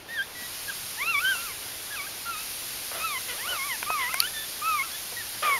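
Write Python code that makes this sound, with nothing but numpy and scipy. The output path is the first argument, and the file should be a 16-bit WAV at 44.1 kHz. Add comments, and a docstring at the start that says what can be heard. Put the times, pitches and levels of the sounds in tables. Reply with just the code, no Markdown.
"""Newborn puppies squeak and groan in a padded box indoors, close to a small microphone.
Shaped noise hisses over a faint low hum from the start, its treble swelling and easing throughout.
Thin cries, three partials on one gliding pitch, begin at once and last to the end.
Paws and claws soon tick now and then: wall modes, a puff of noise and a bright crack.
Low groans join halfway, pulses and breath noise through throat resonances; the hardest knocks follow."""
import sys
import numpy as np
from scipy import signal
from scipy.io import wavfile
from scipy.ndimage import uniform_filter1d

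SR = 44100
rng = np.random.default_rng(int(sys.argv[2]) if len(sys.argv) > 2 else 0)


def attenuation_scalar(level_db):
    """Turn a level in dB into a linear amplitude multiplier (20 dB per decade)."""
    decades = np.asarray(level_db, float) / 20
    return 10 ** decades


def materialize(psi):
    """Save the field psi as 16-bit PCM at rate SR to the path in sys.argv[1].

    A 1-D psi becomes a single channel; in a 2-D psi each row is a channel.
    """
    bounded = np.clip(np.atleast_2d(psi).T, -1, 1)
    quanta = np.round(bounded * 32767).astype(np.int16)
    wavfile.write(sys.argv[1], SR, quanta)


N = 246519


def evened(x):
    """Scales to rms 1."""
    return x / np.sqrt(np.mean(x ** 2) + 1e-20)


def add(mix, start_s, sound):
    """Mixes a sound in at its start time."""
    part = mix[round(start_s * SR):][:len(sound)]
    part += sound[:len(part)]


def resonate(x, hz, width_hz):
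    """One resonance of gain 1 at its peak."""
    return signal.lfilter(*signal.iirpeak(hz, hz / width_hz, SR), x)


def wobble(count, samples):
    """Slow random drift of rms 1: noise averaged twice over a span of samples."""
    smooth = uniform_filter1d(rng.standard_normal(count), int(samples))
    return evened(uniform_filter1d(smooth, int(samples)))


# Colour of the hiss. Each row: frequency in Hz, relative density in dB per Hz.
HISS_COLOUR = [(12, -40), (20, -1), (101, -11), (181, -9), (508, -6.5), (1310, -7), (1470, -4.5),
               (1730, -6), (2360, -4), (4870, -3), (7190, -6.5), (7820, -9), (8990, -5), (11200, -0.5),
               (15700, -15)]
# Swell of the hiss. Each row: time in seconds, treble level in dB (heard relative to the median row).
HISS_SWELL = [(0, -50.5), (.07, -51.5), (.1, -45), (0.329, -44.5), (.42, -39), (.9, -37), (1.1, -39.5),
              (1.3, -35.5), (1.45, -36), (1.52, -38.5), (2.34, -39), (2.38, -37), (3.7, -36), (3.85, -37),
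              (5.38, -37.5), (5.45, -36)]


def hiss():
    """Room and microphone noise; the higher the band, the more it follows the swell."""
    level_db, hop, size = -35.5, 256, 1024
    frames, hz = N // hop + 5, np.fft.rfftfreq(size, 1 / SR)
    real, imaginary, patches = rng.standard_normal((frames, len(hz), 3)).T
    # slight unevenness, smoothed over time and frequency
    patches = uniform_filter1d(patches, 14, 0)
    patches = evened(uniform_filter1d(patches, 10, 1))

    s, treble_db = np.transpose(HISS_SWELL)
    t = np.arange(frames) * hop / SR
    swell_db = np.interp(t, s, treble_db - np.median(treble_db))
    share = np.clip(np.log(hz / 900 + 1e-9) / 1.78, 0, 1.2)  # none below 900 Hz

    colour_hz, colour_db = np.transpose(HISS_COLOUR)
    colour_db = np.interp(np.log(hz + 1), np.log(colour_hz), colour_db)
    gain_db = colour_db[:, None] + share[:, None] * swell_db + 0.8 * patches
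    spectrum = (real + 1j * imaginary) * attenuation_scalar(gain_db)
    noise = signal.istft(spectrum, nperseg=size, noverlap=size - hop)[1][:N]
    return attenuation_scalar(level_db) * evened(noise)


# The hum, a single row: centre in Hz, width in Hz, level in dB.
HUM_BAND = (103, 19, -61)


def hum():
    """A low, fuzzy hum: noise through one narrow resonance."""
    hz, width_hz, level_db = HUM_BAND
    return attenuation_scalar(level_db) * evened(resonate(rng.standard_normal(N), hz, width_hz))


# The cries, one table per stretch of voice, parted at a pitch jump, a pause or a dip in level.
# Each row: time in seconds, pitch in Hz, effort in dB, lift of the overtones in dB.
CRY_GLIDES = [
    [(0.085, 1767, -48, 1), (0.129, 1897, -43.5, -5), (0.169, 1792.0, -38.5, -1.5),
     (0.193, 1580.0, -28.0, 0), (0.217, 1592, -28.5, -3), (0.243, 1900, -59.5, 16)],
    [(0.35, 1960, -49.5, 2), (0.472, 1927, -49, 9.0)],
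    [(0.678, 1667, -41, -7), (0.702, 1624, -31.5, -5), (0.712, 1315, -54, 10.0), (0.73, 1190, -46, 4.0)],
    [(0.97, 808, -40.5, -5), (1.03, 1159, -35.5, 9), (1.054, 1260, -45.5, 10), (1.076, 1335, -37, 13),
     (1.102, 1387.0, -35, 14), (1.132, 1265, -39.5, 7.5), (1.15, 1156, -31, 11), (1.17, 1123.0, -31.5, 3),
     (1.191, 1147, -35, 13.5), (1.201, 1270.0, -37, 0)],
    [(1.201, 1265, -39, 14), (1.233, 1475, -35.5, -21), (1.253, 1521, -28, 1.5), (1.301, 1600, -25, 2),
     (1.325, 1524, -28.5, -6.5), (1.36, 1346, -46, 14.5), (1.415, 1375.0, -46, 3), (1.447, 1405, -44.5, 1),
     (1.529, 970, -45.5, -1.5)],
    [(1.905, 1660, -42, -7), (1.921, 1707, -43, 2.5), (1.954, 1627, -37, -5), (1.963, 1327, -48, 10),
     (2.003, 1116, -41.0, 7.0), (2.035, 1150, -47.5, 6), (2.061, 1330, -52.0, 7.5)],
    [(2.064, 1490, -51, 1.5), (2.072, 1600, -37, -1), (2.09, 1620.0, -59.0, 9)],
    [(2.255, 1387, -42, -1), (2.299, 1372, -31.5, -10), (2.331, 1317, -43, 2.5), (2.353, 1230, -39.5, -0.5),
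     (2.429, 1320, -57, 12)],
    [(2.995, 1216, -51, 15.5), (3.051, 1327, -30, -3), (3.091, 1230, -42.5, 9.5),
     (3.115, 1179.0, -36.5, -0.5), (3.169, 998, -35, 0.5), (3.185, 1060.0, -37, 0)],
    [(3.378, 792, -40, -5), (3.41, 932, -44.0, 5.5), (3.45, 1117.0, -40.0, -1), (3.48, 1436, -39, 3),
     (3.502, 1540, -46.0, 16), (3.534, 1433, -36, 4.0), (3.578, 1158, -40, -0.5), (3.593, 1074, -36, 1),
     (3.629, 1080, -37, 2.0), (3.667, 1190, -41, -0.5), (3.719, 1003.0, -37, 5.0), (3.763, 823, -40.5, 0)],
    [(3.86, 1135, -39.0, -4), (3.91, 1290, -33, 1.0), (3.94, 1256, -30.5, 0), (3.96, 1185, -31.5, -8),
     (4.01, 1046, -28.5, -3.5), (4.05, 964, -31, 1), (4.064, 970.0, -31.5, 0.5), (4.099, 1075, -39, 1)],
    [(4.09, 1264.0, -34, -3.5), (4.102, 1260, -36.5, -3), (4.124, 1390, -42, 9)],
    [(4.125, 1020, -38.5, 2), (4.169, 1082, -40, 3), (4.189, 1138, -39, -2), (4.215, 1326, -37, 2.5),
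     (4.235, 1410.0, -36.5, 4.5), (4.269, 1600, -43.5, 12.5)],
    [(4.27, 1720, -36, 6.5), (4.28, 1770, -42, 6), (4.292, 1780, -61.5, 18.5)],
    [(4.333, 1870, -45, 1), (4.347, 1794.0, -49, 8), (4.383, 1760.0, -43.0, 9), (4.455, 1754.0, -49.5, 12)],
    [(4.615, 1184, -37.5, -6), (4.655, 1272, -30, -4), (4.681, 1320.0, -26.5, -6.5),
     (4.749, 1212.0, -29, -2), (4.765, 1190.0, -33, -2), (4.801, 1076.0, -31.0, 2.5),
     (4.819, 1067, -34.5, 3.5), (4.83, 1170, -35, 4)],
    [(4.83, 1330, -36, 4), (4.854, 1341.0, -47, -4), (4.89, 1160.0, -57, 1)],
    [(4.915, 1650, -54, 15), (4.965, 1758.0, -48, 12)],
    [(5.165, 1915, -41.5, 2), (5.199, 1896, -44.5, -2), (5.225, 1680, -45, 6.0)],
    [(5.42, 1226, -48, -1), (5.432, 1231, -34, 3), (5.458, 1234, -29, -7), (5.482, 1170, -27.5, 0.5),
     (5.53, 1100, -24.5, -1), (5.556, 1068, -30.5, -0.5), (5.588, 875, -32.0, -6)],
]
# Extra lift of the third partial. 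One value for each stretch of voice, in dB.
CRY_THIRDS = [0.1, -3, -3, 0.5, -1, 2, -3, 7, 5, 4, -7, -3, 0.1, -3, -3, -3, -1, -3, -3, -5]
# Partials at the vocal folds, lowest first. Each row: level in dB, share of the overtone lift (a factor).
FOLD_PARTIALS = [(0, 0), (-5, 1.04), (-12.5, 0.94)]
# What mouth and box pass of a partial. Each row: frequency in Hz, gain in dB.
MOUTH_GAIN = [(800.0, -7), (1050.0, -4), (1200.0, 3), (1300.0, 0.5), (1450.0, 5), (1600.0, 0.5),
              (1800.0, 5.5), (2000.0, 6), (2150.0, 7.5), (2300.0, 3), (2450.0, 0.5), (2600.0, 4),
              (2800.0, -2.5), (3000.0, 4.5), (3200.0, -3.5), (3600.0, 1), (4200.0, -7.0), (5000.0, -17)]


def cry(rows, third_db):
    """Near-sine voice: three partials on one gliding pitch pass the mouth, with slight shiver."""
    shiver_db, edge_s = 1.0, 0.0034
    s, hz, effort_db, lift_db = np.transpose(rows)
    t = np.arange(s[0], s[-1], 1 / SR)
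    glide = uniform_filter1d(np.interp(t, s, hz), 500, mode="nearest")
    pitch = glide * (1 + 0.0053 * wobble(len(t), 63))
    phase = 2 * np.pi * np.cumsum(pitch) / SR
    lift_db = np.interp(t, s, lift_db)
    mouth_hz, mouth_db = np.transpose(MOUTH_GAIN)
    voice = np.zeros(len(t))
    for k, (fold_db, share) in enumerate(FOLD_PARTIALS, 1):
        level_db = fold_db + (k == 3) * third_db + share * lift_db
        level_db = level_db + np.interp(k * pitch, mouth_hz, mouth_db)
        level_db = level_db + shiver_db * wobble(len(t), 180)
        voice += attenuation_scalar(level_db) * np.sin(k * phase)
    edges = np.clip(np.minimum(t - s[0], s[-1] - t) / edge_s, 0, 1)
    effort = np.sqrt(2) * attenuation_scalar(np.interp(t, s, effort_db))
    return s[0], effort * voice * edges


# Paws and claws on the box.
# Each row: start in seconds, level in dB, centre of the blow in Hz, crack relative to the ring in dB.
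PAW_KNOCKS = [(.226, -37, 2500, 6), (0.419, -42, 260, -30), (1.353, -30, 950, -34),
              (3.828, -13.5, 1500, -25), (3.903, -13.5, 1080, -25), (4.1408, -26, 1000, 2),
              (4.1423, -15, 1500, 4.5), (4.2028, -0.5, 4500, -2), (4.2245, -20, 1870, -25),
              (5.123, -36, 480, -23)]
# Modes of the box walls. Each row: frequency in Hz, level in dB, time to fall by 60 dB in seconds.
WALL_MODES = [(240, -19, 0.055), (493, -16, 0.058), (730, -10, 0.051), (1000, -2, 0.015),
              (1500, -4.5, .014), (2340, 1, .012), (3120, -6, 0.0095), (4500, 6, 0.0057)]


def knock(start_s, level_db, centre_hz, crack_db):
    """Wall modes near the centre of the blow ring in a dry puff of noise, with a bright crack on top."""
    blow_octaves, crack_t60_s, rise_s = 0.77, 0.0049, 0.0003
    t = np.arange(3000) / SR
    hz, mode_db, t60_s = np.transpose(WALL_MODES)[:, :, None]
    share = attenuation_scalar(mode_db) * np.exp(-(np.log2(hz / centre_hz) / blow_octaves) ** 2)
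    fading = share / np.linalg.norm(share) * attenuation_scalar(-60 * t / np.maximum(t60_s, .003))
    ring = (fading * np.sin(2 * np.pi * hz * t)).sum(0)

    puff, click = rng.standard_normal((2, len(t)))
    puff = evened(resonate(puff, centre_hz, 0.38 * centre_hz))
    puff = puff * np.linalg.norm(fading, axis=0)  # dies away with the ring
    bright = resonate(resonate(click, 11300, 3800), 10900, 3200)
    crack = evened(bright + 0.48 * resonate(click, 6500, 2200))
    crack = crack * attenuation_scalar(crack_db - 60 * t / crack_t60_s)
    rise = 1 - np.exp(-t / rise_s)
    return start_s, attenuation_scalar(level_db) * rise * (ring + .35 * puff + crack)


# The low groans, one table each. Each row: time in seconds, pitch in Hz, effort in dB,
# roughness from 0 to 1, mouth opening from 0 (shut) to 2 (wide).
GROAN_GLIDES = [
    [(2.91, 626, -38, 0.93, .8), (2.93, 616, -41, 0.78, 0.82), (2.955, 708, -36, 0.47, 0.63),
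     (3.03, 616, -43.5, 0.84, 0.7)],
    [(3.27, 540, -46, .4, 1.0), (3.295, 497, -38, .22, 1.4), (3.335, 470, -38, .3, 1.1),
     (3.342, 570, -38.5, .35, .9), (3.378, 630, -41, .45, .9)],
    [(3.45, 593, -48, 1, 0.24), (3.5, 706, -37, 0.57, 0.12), (3.57, 640, -44, 0.84, 0.79)],
    [(3.97, 590, -42, 0.83, 1.6), (4.02, 613, -34.5, 1, 1.56), (4.09, 584, -48, .95, 1.6)],
    [(5.42, 571, -23.5, 0.25, 0.46), (5.435, 571.6, -29, 0.59, 1), (5.46, 512, -32.5, 0.98, 1.0),
     (5.5, 483, -34.5, 0.58, 1), (5.59, 450, -40.5, 0.65, 0.66)],
]
# Throat resonances. Each row: frequency in Hz, width of each of two passes in Hz, level in dB.
THROAT_RESONANCES = [(570, 480, 6), (1250, 410, 10), (1990, 750, 8), (3100, 1140, 3.5)]


def groan(rows):
    """Uneven pulses and puffs of breath through the throat; an open mouth lets the upper resonances out."""
    s, *columns = np.transpose(rows)
    t = np.arange(s[0], s[-1], 1 / SR)
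    hz, effort_db, rough, mouth = (np.interp(t, s, column) for column in columns)
    rough = np.clip(rough, 0, 1)
    turns = np.cumsum(hz * (1 + 0.16 * rough * wobble(len(t), 40))) / SR
    folds = sum(np.cos(2 * np.pi * k * turns) for k in range(1, 10))
    puffs = (0.29 + np.exp(-(turns % 1) / 0.88)) * rng.standard_normal(len(t))
    lumps = attenuation_scalar(3.5 * rough * wobble(len(t), 100))  # a rough voice catches and lets go
    drive = lumps * ((1 - rough) * evened(folds) + 1.5 * rough * evened(puffs))

    shut_db = -8 * (1 - mouth)  # change per step up the resonances
    throat = np.zeros(len(t))
    for k, (f, width_hz, level_db) in enumerate(THROAT_RESONANCES):
        tone = resonate(resonate(drive, f, width_hz), f, width_hz)
        throat += (-1) ** k * attenuation_scalar(level_db + k * shut_db) * tone
    return s[0], attenuation_scalar(effort_db) * evened(throat) * signal.windows.tukey(len(t), .1)


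def box(x):
    """A faint, short room tail of fading noise behind the direct sound."""
    tail_db, t60_s, gap_s = -20, 0.4, .004
    t = np.arange(SR // 4) / SR
    tail = rng.standard_normal(len(t)) * attenuation_scalar(-60 * t / t60_s) * (t > gap_s)
    taps = attenuation_scalar(tail_db) * tail / np.linalg.norm(tail)
    taps[0] = 1  # direct sound
    return signal.oaconvolve(x, taps)[:N]


def scene():
    """Voices and knocks in the box, over hiss and hum, in one channel heard on both sides."""
    near = np.zeros(N)
    for rows, third_db in zip(CRY_GLIDES, CRY_THIRDS):
        add(near, *cry(rows, third_db))
    for row in PAW_KNOCKS:
        add(near, *knock(*row))
    for rows in GROAN_GLIDES:
        add(near, *groan(rows))
    return np.tile(box(near) + hiss() + hum(), (2, 1))


def top_cut(x):
    """Nothing passes above the cut-off."""
    return signal.sosfilt(signal.butter(12, 15980, fs=SR, output="sos"), x)


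def record(dry):
    """A deep notch in the treble, then a steep upper band limit."""
    notch_hz, notch_q, edge_hz = 7881, 6.5, 15720
    notched = signal.lfilter(*signal.iirnotch(notch_hz, notch_q, SR), dry)
    edge = signal.firwin(2047, edge_hz, window=("kaiser", 10), fs=SR)
    mix = signal.oaconvolve(notched, edge[None], "same")
    return top_cut(mix)


dry = scene()
out = record(dry)
materialize(out)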